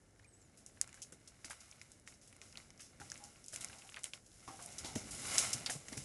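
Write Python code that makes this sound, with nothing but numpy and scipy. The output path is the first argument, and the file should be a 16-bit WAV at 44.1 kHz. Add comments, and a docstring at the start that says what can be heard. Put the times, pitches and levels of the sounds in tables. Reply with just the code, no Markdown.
"""Dry scrub, heard some way off through a phone: an animal moves, first sparsely, then in a dense rush.
Snapping twigs are brief cracks trailed by leaf bits; knocking sticks and thudding hooves are struck
resonances; leaf litter is dense tiny fractures, with scraping stems and ground rumble following it.
A small bird whistles once in gliding sines; distant air and wind rumble are steady filtered noise."""
import sys
import numpy as np
from scipy import signal
from scipy.fft import rfft, irfft
from scipy.io import wavfile
from scipy.ndimage import uniform_filter1d

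SR = 44100
rng = np.random.default_rng(int(sys.argv[2]) if len(sys.argv) > 2 else 0)


def gain_from_db(level_db):
    """Convert decibel levels to linear amplitude factors (20 dB per decade)."""
    decades = np.asarray(level_db, float) / 20
    return 10 ** decades


def persist_wave(psi):
    """Save psi, clipped to +-1, as 16-bit WAV."""
    counts = np.round(np.clip(psi, -1, 1) * 32767).astype(np.int16)
    wavfile.write(sys.argv[1], SR, np.atleast_2d(counts).T)


N = 266496

# hooves and heavy branches: start_s, peak_db, pitch_hz, t60_s (sliding soil)
THUD_EVENTS = [(1.122, -57, 414, 0.1), (1.446, -54.5, 316, 0.22), (1.497, -50.5, 815, 0.13),
               (3.0, -54, 280, 0.12), (3.008, -48.5, 790, 0.18), (3.531, -50.5, 630, 0.15),
               (4.479, -49, 290, 0.33), (4.842, -45, 796, 0.57), (4.956, -33, 227, 0.091),
               (4.958, -37.5, 580, 0.033), (5.546, -44.5, 123, 0.1), (5.608, -49, 705, 0.12),
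               (5.69, -42, 690, 0.26), (5.753, -43.5, 149, 0.12), (5.92, -42.5, 275, 0.072),
               (5.97, -42.5, 130, 0.39)]
# thicker sticks knocking and snapping: start_s, peak_db, pitch_hz, t60_s (slipping fibres)
KNOCK_EVENTS = [(0.1967,-52.5,1730,0.02),(0.772,-56,1560,0.042),(0.8134,-36.5,1820,.018),(0.8752,-52,1200,.022),(0.8915,-50,2090,0.028),(0.928,-50,2020,0.028),(0.943,-49.5,1690,.032),(.9747,-52,1630,0.073),(1.125,-53,1610,0.047),(1.274,-53,4410,.025),(1.4452,-39,1870,0.024),(1.5073,-37,1600,0.072),(1.5311,-43.5,1380,0.03),(1.7263,-50,2250,0.016),(1.8148,-43,2210,0.011),(2.0756,-38.5,1900,.027),(2.1234,-49,2290,0.022),(2.3273,-50.5,2350,.027),(2.416,-40,2310,0.011),(2.5286,-53,2540,.013),(2.556,-42.5,2600,0.01),(2.5732,-32.5,4080,0.01),(2.705,-53,2630,.019),(2.797,-48,2180,0.11),(3.0001,-46,1370,0.055),(3.016,-44.5,1500,0.036),(3.1182,-39.5,1670,0.013),(3.157,-43.5,2260,0.01),(3.3587,-51.5,2620,0.022),(3.532,-46,1700,0.1),(3.5603,-37,2620,0.021),(3.614,-40,3990,.025),(3.6457,-37.5,2200,0.011),(3.6983,-45,1720,.025),(3.7302,-42.5,2360,.033),(3.821,-46,2720,.022),(3.8712,-52,2390,.025),(3.8918,-41,2630,0.033),(3.922,-48.5,1690,.023),(3.9436,-34.5,2650,.009),(3.964,-37,2920,.02),(3.9701,-34.5,1810,0.026),(3.983,-48,2170,0.022),(4.0416,-33.5,3020,0.016),(4.0563,-37,2800,0.013),(4.135,-30.5,2900,0.018),(4.141,-56,2400,0.018),(4.4779,-41.5,1140,0.12),(4.592,-45,1080,0.13),(4.786,-48,3940,0.029),(4.8463,-34.5,3920,0.2),(4.959,-37,2130,0.053),(5.1904,-66,1920,.034),(5.2452,-47,1240,0.097),(5.2973,-47,2130,.039),(5.3792,-28,2080,0.028),(5.5333,-39,2260,0.044),(5.661,-25.5,4100,0.066),(5.6681,-38,2150,0.048),(5.6977,-25.5,1720,0.029),(5.884,-41.5,2100,0.034),(5.9294,-38.5,2150,0.036),(5.977,-40.5,2100,0.019)]
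# spectrum of dry leaves: freq_hz, gain_db
LEAF_SPECTRUM = [(1500, -47), (2600, -10), (4500, -11.5), (5150, -3.5), (6000, -4.5), (6800, -3),
                 (8800, -6.5), (10200, -3), (11400, -8.5), (12600, -21), (16000, -61)]


def unit(x):
    """Scale to rms 1."""
    return x / np.sqrt(np.mean(x ** 2))


def peak(x, db):
    """Scale to a peak level."""
    return gain_from_db(db) * x / np.max(np.abs(x))


def decay(t, t60_s):
    """Exponential envelope, down 60 dB after t60_s."""
    return np.exp(-np.log(1000) * t / t60_s)


def colour(x, points):
    """Causal minimum-phase filter whose gain follows (Hz, dB) points."""
    hz, db = np.transpose(points)
    grid_hz = np.maximum(np.fft.rfftfreq(4096, 1 / SR), 1)
    gain = gain_from_db(np.interp(np.log(grid_hz), np.log(hz), db))
    cepstrum = irfft(np.log(gain))
    cepstrum[1:2048] *= 2  # fold onto positive time
    cepstrum[2049:] = 0
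    impulse = irfft(np.exp(rfft(cepstrum)))
    return signal.fftconvolve(x, impulse)[:len(x)]


def ring(x, hz, width_hz):
    """Two-pole resonance, gain 1 at the centre."""
    b, a = signal.iirpeak(hz, max(hz / width_hz, 0.3), fs=SR)
    return signal.lfilter(b, a, x)


def walk(rate_hz):
    """Random levels held 1 / rate_hz, smoothed twice."""
    hold = int(SR / rate_hz)
    steps = np.repeat(rng.standard_normal(N // hold + 1), hold)
    return 0.14 * uniform_filter1d(uniform_filter1d(steps, hold), hold)[:N]


def grains(size, per_s, spread_db):
    """Tiny fractures at random moments, mostly small, a few large; rms 1."""
    hit = rng.random(size) < per_s / SR
    return unit(hit * rng.standard_normal(size) * gain_from_db(spread_db * rng.exponential(size=size)))


def add(out, start_s, sound):
    """Lay a sound into out at start_s."""
    i = int(start_s * SR)
    out[i:i + len(sound)] += sound[:N - i]


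def along(column):
    """One column of the brush curve at every sample."""
    # body pushing through brush: start_s, leaf_db, stems_re_leaves_db, ground_rumble_db
    curve = np.array([(0.0, -77, -5.5, -70.5), (0.62, -74.5, -3, -68), (0.97, -68, -6, -67.5),
                      (1.13, -73, -3.5, -67.5), (1.36, -72, -2.5, -71), (1.65, -65.5, -3, -72.5),
                      (1.85, -69, -4.5, -70), (2.1, -76, -3.5, -69), (2.44, -72, -0.5, -67.5),
                      (2.86, -75, -0.5, -68), (3.13, -61.5, -5.5, -63.5), (3.48, -68.5, -7, -69.5),
                      (3.62, -59, -2.5, -63), (3.92, -63.5, -9.5, -71), (4.16, -71.5, -22, -68.5),
                      (4.44, -63, -5.5, -68.5), (4.63, -57, -10, -63.5), (4.83, -57.5, -1, -59),
                      (5.05, -58.5, -2, -56.5), (5.18, -51, -6.5, -57), (5.33, -41, -5.5, -53),
                      (5.43, -40.5, -5, -55), (5.77, -63, -4, -63), (6.04, -52, -12, -57.5)])
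    return np.interp(np.arange(N) / SR, curve[:, 0], curve[:, column])


def scattered(per_s, above_leaves_db, low_hz, high_hz):
    """Small breaks at random moments, louder with the leaf rustle: rows start_s, peak_db, pitch_hz."""
    top_db, spread_db = -66, 3.5  # rustle above top_db brings no louder breaks
    when, size, pitch = rng.random((int(per_s * N / SR), 3)).T
    leaf_db = np.minimum(along(column=1)[(when * N).astype(int)], top_db)
    peak_db = leaf_db + above_leaves_db - spread_db * np.log(1 - size)
    pitch_hz = low_hz * (high_hz / low_hz) ** pitch
    return list(zip(when * N / SR, peak_db, pitch_hz))


def after(events, re_peak_db, t60_s):
    """Gain that jumps at each event to its peak plus re_peak_db and dies away."""
    kicks = np.zeros(N)
    for start_s, peak_db, *_ in events:
        kicks[int(start_s * SR)] += gain_from_db(peak_db + re_peak_db)
    return signal.lfilter([1], [1, -decay(1 / SR, t60_s)], kicks)


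def distant_air():
    """Noise shaped to distant air and wind rumble, drifting slowly in level."""
    # freq_hz, gain_db (relative)
    spectrum = [(15, -55.5), (25, 5.5), (108, 8), (163, -12.5), (305, -4), (864, -15.5), (985, -16),
                (1750, -9), (2940, -38), (5640, -43), (10000, -29), (11400, -23), (12600, -44),
                (16400, -89), (22000, -120)]
    return unit(colour(rng.standard_normal(N), spectrum)) * gain_from_db(-71.5 + 0.58 * walk(2))


def ground_rumble():
    """Low noise from the ground that swells with the brush and rumbles on after each thud."""
    # freq_hz, gain_db (relative)
    spectrum = [(24, -56), (40, -3.5), (129, 3.5), (168, -2), (229, 0), (434, -8.5), (549, -7.5),
                (900, -15.5), (1170, -41.5), (1980, -120)]
    rumble = unit(colour(rng.standard_normal(N), spectrum))
    level = gain_from_db(along(column=3)) + after(THUD_EVENTS, re_peak_db=-8.5, t60_s=0.096)
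    return rumble * level * gain_from_db(2.04 * walk(15))


def scraping_stems(flutter):
    """Dense fractures excite the stems' resonances and scrape on after each knock."""
    # centre_hz, width_hz, gain_db (relative)
    resonances = [(774, 550, 6.5), (1103, 270, 5), (1323, 254, 7.5), (2100, 335, 11.5), (2920, 250, 7.5),
                  (3710, 1000, 3)]
    scrape = grains(N, 5000, 2.3)
    stems = np.zeros(N)
    for hz, width_hz, db in resonances:
        stems += gain_from_db(db) * ring(ring(scrape, hz, width_hz), hz, 1.87 * width_hz)
    level = gain_from_db(along(column=1) + along(column=2)) + after(KNOCK_EVENTS, re_peak_db=-25.5, t60_s=0.16)
    return unit(stems) * level * gain_from_db(0.32 * flutter + 0.5 * walk(18))


def leaf_litter(flutter):
    """Leaves of several sizes crackle apart, each ringing in its own range, over a shared crackle."""
    sizes_hz = 3000 * 2 ** np.arange(0, 2.2, 0.34)
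    apart = np.zeros(N)
    for hz in sizes_hz:
        apart += ring(grains(N, 2300, 3), hz, 0.4 * hz) * np.sqrt(hz) * gain_from_db(0.66 * walk(15))
    together = grains(N, 8000, 0.54)
    litter = unit(colour(unit(apart) + 3.3 * together, LEAF_SPECTRUM))
    return litter * gain_from_db(along(column=1) + 8.3 * flutter)


def brush():
    """Leaves and stems flutter together over the ground rumble."""
    flutter = walk(39)
    return leaf_litter(flutter) + scraping_stems(flutter) + ground_rumble()


def bird():
    """Thin whistled notes, pure sines gliding smoothly."""
    # one list per note: time_s, pitch_hz, level_db (rms)
    notes = [
        [(.267, 8340, -74), (.285, 8500, -67), (.315, 8330, -79), (.34, 7700, -66.5), (.395, 8230, -78),
         (.42, 7450, -71), (.46, 6860, -76), (.477, 6500, -72)],
        [(.395, 6000, -84), (.41, 6560, -79), (.428, 7400, -81)],
        [(.325, 6200, -82), (.338, 6800, -73), (.36, 6400, -83)],
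        [(.232, 1600, -81), (.25, 2520, -64), (.258, 2400, -70), (.268, 1700, -77)],
    ]
    out = np.zeros(N)
    for note in notes:
        time_s, hz, db = np.transpose(note)
        t = np.arange(time_s[0], time_s[-1], 1 / SR)
        glide_hz = uniform_filter1d(np.interp(t, time_s, hz), size=400, mode="nearest")
        tone = np.sin(2 * np.pi * np.cumsum(glide_hz) / SR)
        level = np.sqrt(2) * gain_from_db(np.interp(t, time_s, db))
        add(out, time_s[0], level * tone * signal.windows.tukey(len(t), 0.08))
    return out


def hollow():
    """Brief sines wavering with narrow noise, quick to rise and slower to fade."""
    # start_s, level_db (sine peak before the envelope), pitch_hz, length_s
    tones = [(3.194, -61.5, 817, 0.089), (3.713, -65, 789, 0.1), (3.827, -62, 778, 0.049),
             (4.472, -54.5, 777, 0.094), (4.581, -59.5, 705, 0.12)]
    out = np.zeros(N)
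    for start_s, db, hz, length_s in tones:
        t = np.arange(int(2 * length_s * SR)) / SR
        waver = 0.75 * unit(ring(rng.standard_normal(len(t)), hz, 200))
        shape = (1 - np.exp(-t / 0.015)) * np.exp(-(t / length_s) ** 3)
        add(out, start_s, gain_from_db(db) * shape * (np.sin(2 * np.pi * hz * t) + waver))
    return out


def thuds():
    """A blow and sliding soil ring the ground at one low pitch; a harder edge reaches higher."""
    out, t = np.zeros(N), np.arange(SR // 2) / SR
    for start_s, db, hz, t60_s in THUD_EVENTS:
        soil = rng.standard_normal(len(t)) * decay(t, t60_s)
        blow = 0.98 * np.exp(-((t - 0.004) * hz * 4) ** 2)
        edge = 0.23 * ring(soil * np.exp(-t / 0.0039), 3 * hz, 4 * hz)
        body = ring(ring(soil + blow, hz, 0.47 * hz), hz, 0.27 * hz)
        add(out, start_s, peak(body + edge, db))
    return out


def knocks():
    """An impulse and quick slips of breaking fibres ring the stick at its pitch."""
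    out, t = np.zeros(N), np.arange(SR // 5) / SR
    small_t60_s = 0.0083
    breaks = scattered(per_s=2.5, above_leaves_db=4.5, low_hz=1300, high_hz=3300)
    small = [(*row, small_t60_s) for row in breaks]
    for start_s, db, hz, t60_s in KNOCK_EVENTS + small:
        slips = 0.1 * grains(len(t), 3700, 0.6) * decay(t, t60_s)
        slips[0] += 1
        add(out, start_s, peak(ring(ring(slips, hz, 0.31 * hz), hz, 3.8 * hz), db))
    return out


def snaps():
    """A millisecond crack with its own colour, then leaf bits and scattered echoes dying away."""
    # dry leaves and thin twigs: start_s, peak_db, centre_hz, shower_re_peak_db (before colour), shower_t60_s
    twig_breaks = [(.193,-54,5300,-8,0.19),(.416,-54,7750,-4,.12),(0.5734,-50.5,9990,3,.24),(0.6629,-36.5,7700,-10.5,0.24),(.8135,-11,7940,-21,0.097),(.876,-43,8000,-18,.12),(.8928,-46,7320,-11,0.1),(0.9286,-43,7180,-24,.12),(.943,-42.5,7400,-6.5,0.26),(1.0192,-34.5,6600,2,0.13),(1.1227,-43,8640,1,0.12),(1.276,-40.5,5330,-0.5,0.13),(1.4462,-35,5000,2.5,0.13),(1.4977,-45,9770,7,0.12),(1.5099,-35.5,10500,-2,.17),(1.605,-43.5,5300,1.5,0.12),(1.7132,-39.5,5640,-22,.1),(1.8151,-39,4770,-7.5,0.13),(1.918,-39.5,7440,-12,.16),(1.998,-47.5,7950,-17,.14),(2.065,-55,6000,4,0.22),(2.0754,-37,6850,-9,0.41),(2.14,-49.5,5290,-2,0.089),(2.2142,-52.5,5300,1.5,0.76),(2.2755,-46.5,8140,0,0.12),(2.327,-48,9900,-10,0.12),(2.3652,-44,9900,-22,.07),(2.416,-39.5,5430,-8.5,1),(2.526,-44,5400,-19,.08),(2.5735,-49.5,4460,3.5,0.43),(2.7043,-43.5,5700,-11,0.045),(2.777,-47.5,5640,-8,.1),(2.795,-51.5,5500,4,0.27),(2.805,-42,5400,2,0.36),(3,-46.5,6850,2,0.57),(3.101,-35,4870,-9,.1),(3.118,-27.5,5430,-15,0.061),(3.1418,-41.5,5350,-26,.12),(3.1768,-38,7540,-20,.16),(3.2392,-35.5,6800,-6.5,0.21),(3.442,-41,6870,-6,0.14),(3.462,-39.5,9300,-9,.09),(3.483,-31.5,6700,-9.5,0.17),(3.526,-36.5,7950,-3,.11),(3.5339,-39.5,9100,7,0.2),(3.5607,-25.5,7700,-13,.07),(3.608,-38,9000,4,0.19),(3.6458,-24,7850,-19,0.077),(3.6856,-38.5,5350,-20,.1),(3.698,-44,9540,-18,0.11),(3.7848,-44,5560,2.5,0.11),(3.8763,-44.5,8300,-25,.12),(3.8984,-41,8300,-20,.12),(3.9618,-42,10100,-11,.12),(3.9918,-40,7200,-10,0.14),(4.035,-30,7400,-29,0.11),(4.042,-21.5,8900,-15,0.24),(4.135,-45.5,4650,6,.17),(4.2617,-52,6600,5,0.087),(4.479,-48.5,5350,4.5,0.27),(4.625,-35.5,10400,-1.5,0.12),(4.6607,-32,10600,-18,0.12),(4.7224,-39,7100,1,0.056),(4.783,-34,6400,5,0.13),(4.8468,-37,5600,2,0.47),(4.9536,-39,6250,8,0.29),(5.1091,-36,10500,1.5,0.53),(5.3819,-10,6460,-4,0.15),(5.3923,-32,7000,2,0.26),(5.5308,-21,6200,3,0.088),(5.662,-29,4600,-1.5,0.1),(5.6994,-29.5,7800,4,0.27),(5.8835,-37,6650,-0.5,.08),(5.926,-39.5,5750,3,.1),(5.9724,-33.5,6700,5,.11)]
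    cracks, showers, t = np.zeros(N), np.zeros(N), np.arange(SR // 2) / SR
    small_shower_db, small_t60_s = -8, 0.069
    breaks = scattered(per_s=9.8, above_leaves_db=10, low_hz=4000, high_hz=8800)
    small = [(*row, small_shower_db, small_t60_s) for row in breaks]
    for start_s, db, hz, shower_db, t60_s in twig_breaks + small:
        crack = 0.18 * rng.standard_normal(400) * np.exp(-t[:400] / 0.00096)
        crack[0] += 1
        crack = ring(ring(crack, hz, 0.35 * hz), hz, 1.5 * hz)
        add(cracks, start_s, peak(colour(crack, LEAF_SPECTRUM), db))
        shower = grains(len(t), 14000, 1.07) * decay(t, t60_s) * (1 - np.exp(-t / 0.0011))
        shower *= 1 + 0.71 * np.exp(-t / 0.0017)  # the first splinters are strongest
        # the bits lean toward the colour of their crack
        bits = 0.54 * shower + 0.26 * ring(shower, hz, 0.44 * hz)
        add(showers, start_s, gain_from_db(db + shower_db) * bits)
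    return cracks + colour(showers, LEAF_SPECTRUM)


def treble_fizz(mono):
    """Faint treble noise that follows the sound: its band with random signs, refiltered."""
    scrambled = ring(mono, 4200, 6600) * np.sign(rng.standard_normal(N))
    return gain_from_db(-23) * ring(ring(scrambled, 8700, 5000), 8000, 5400)


def scene():
    """All sources reach one microphone; the channels differ only by the fizz, opposite in sign."""
    mono = distant_air() + brush() + bird() + hollow() + thuds() + knocks() + snaps()
    fizz = treble_fizz(mono)
    return np.array([mono + fizz, mono - fizz])


def top_cut(x):
    """Nothing passes above the cut-off."""
    return signal.sosfilt(signal.butter(12, 12800, fs=SR, output="sos"), x)


def record(dry):
    """The phone cuts the top steeply above 11180 Hz."""
    lowpass = signal.butter(10, 11180, fs=SR, output="sos")
    mix = signal.sosfilt(lowpass, dry)
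    return top_cut(mix)


dry = scene()
out = record(dry)
persist_wave(out)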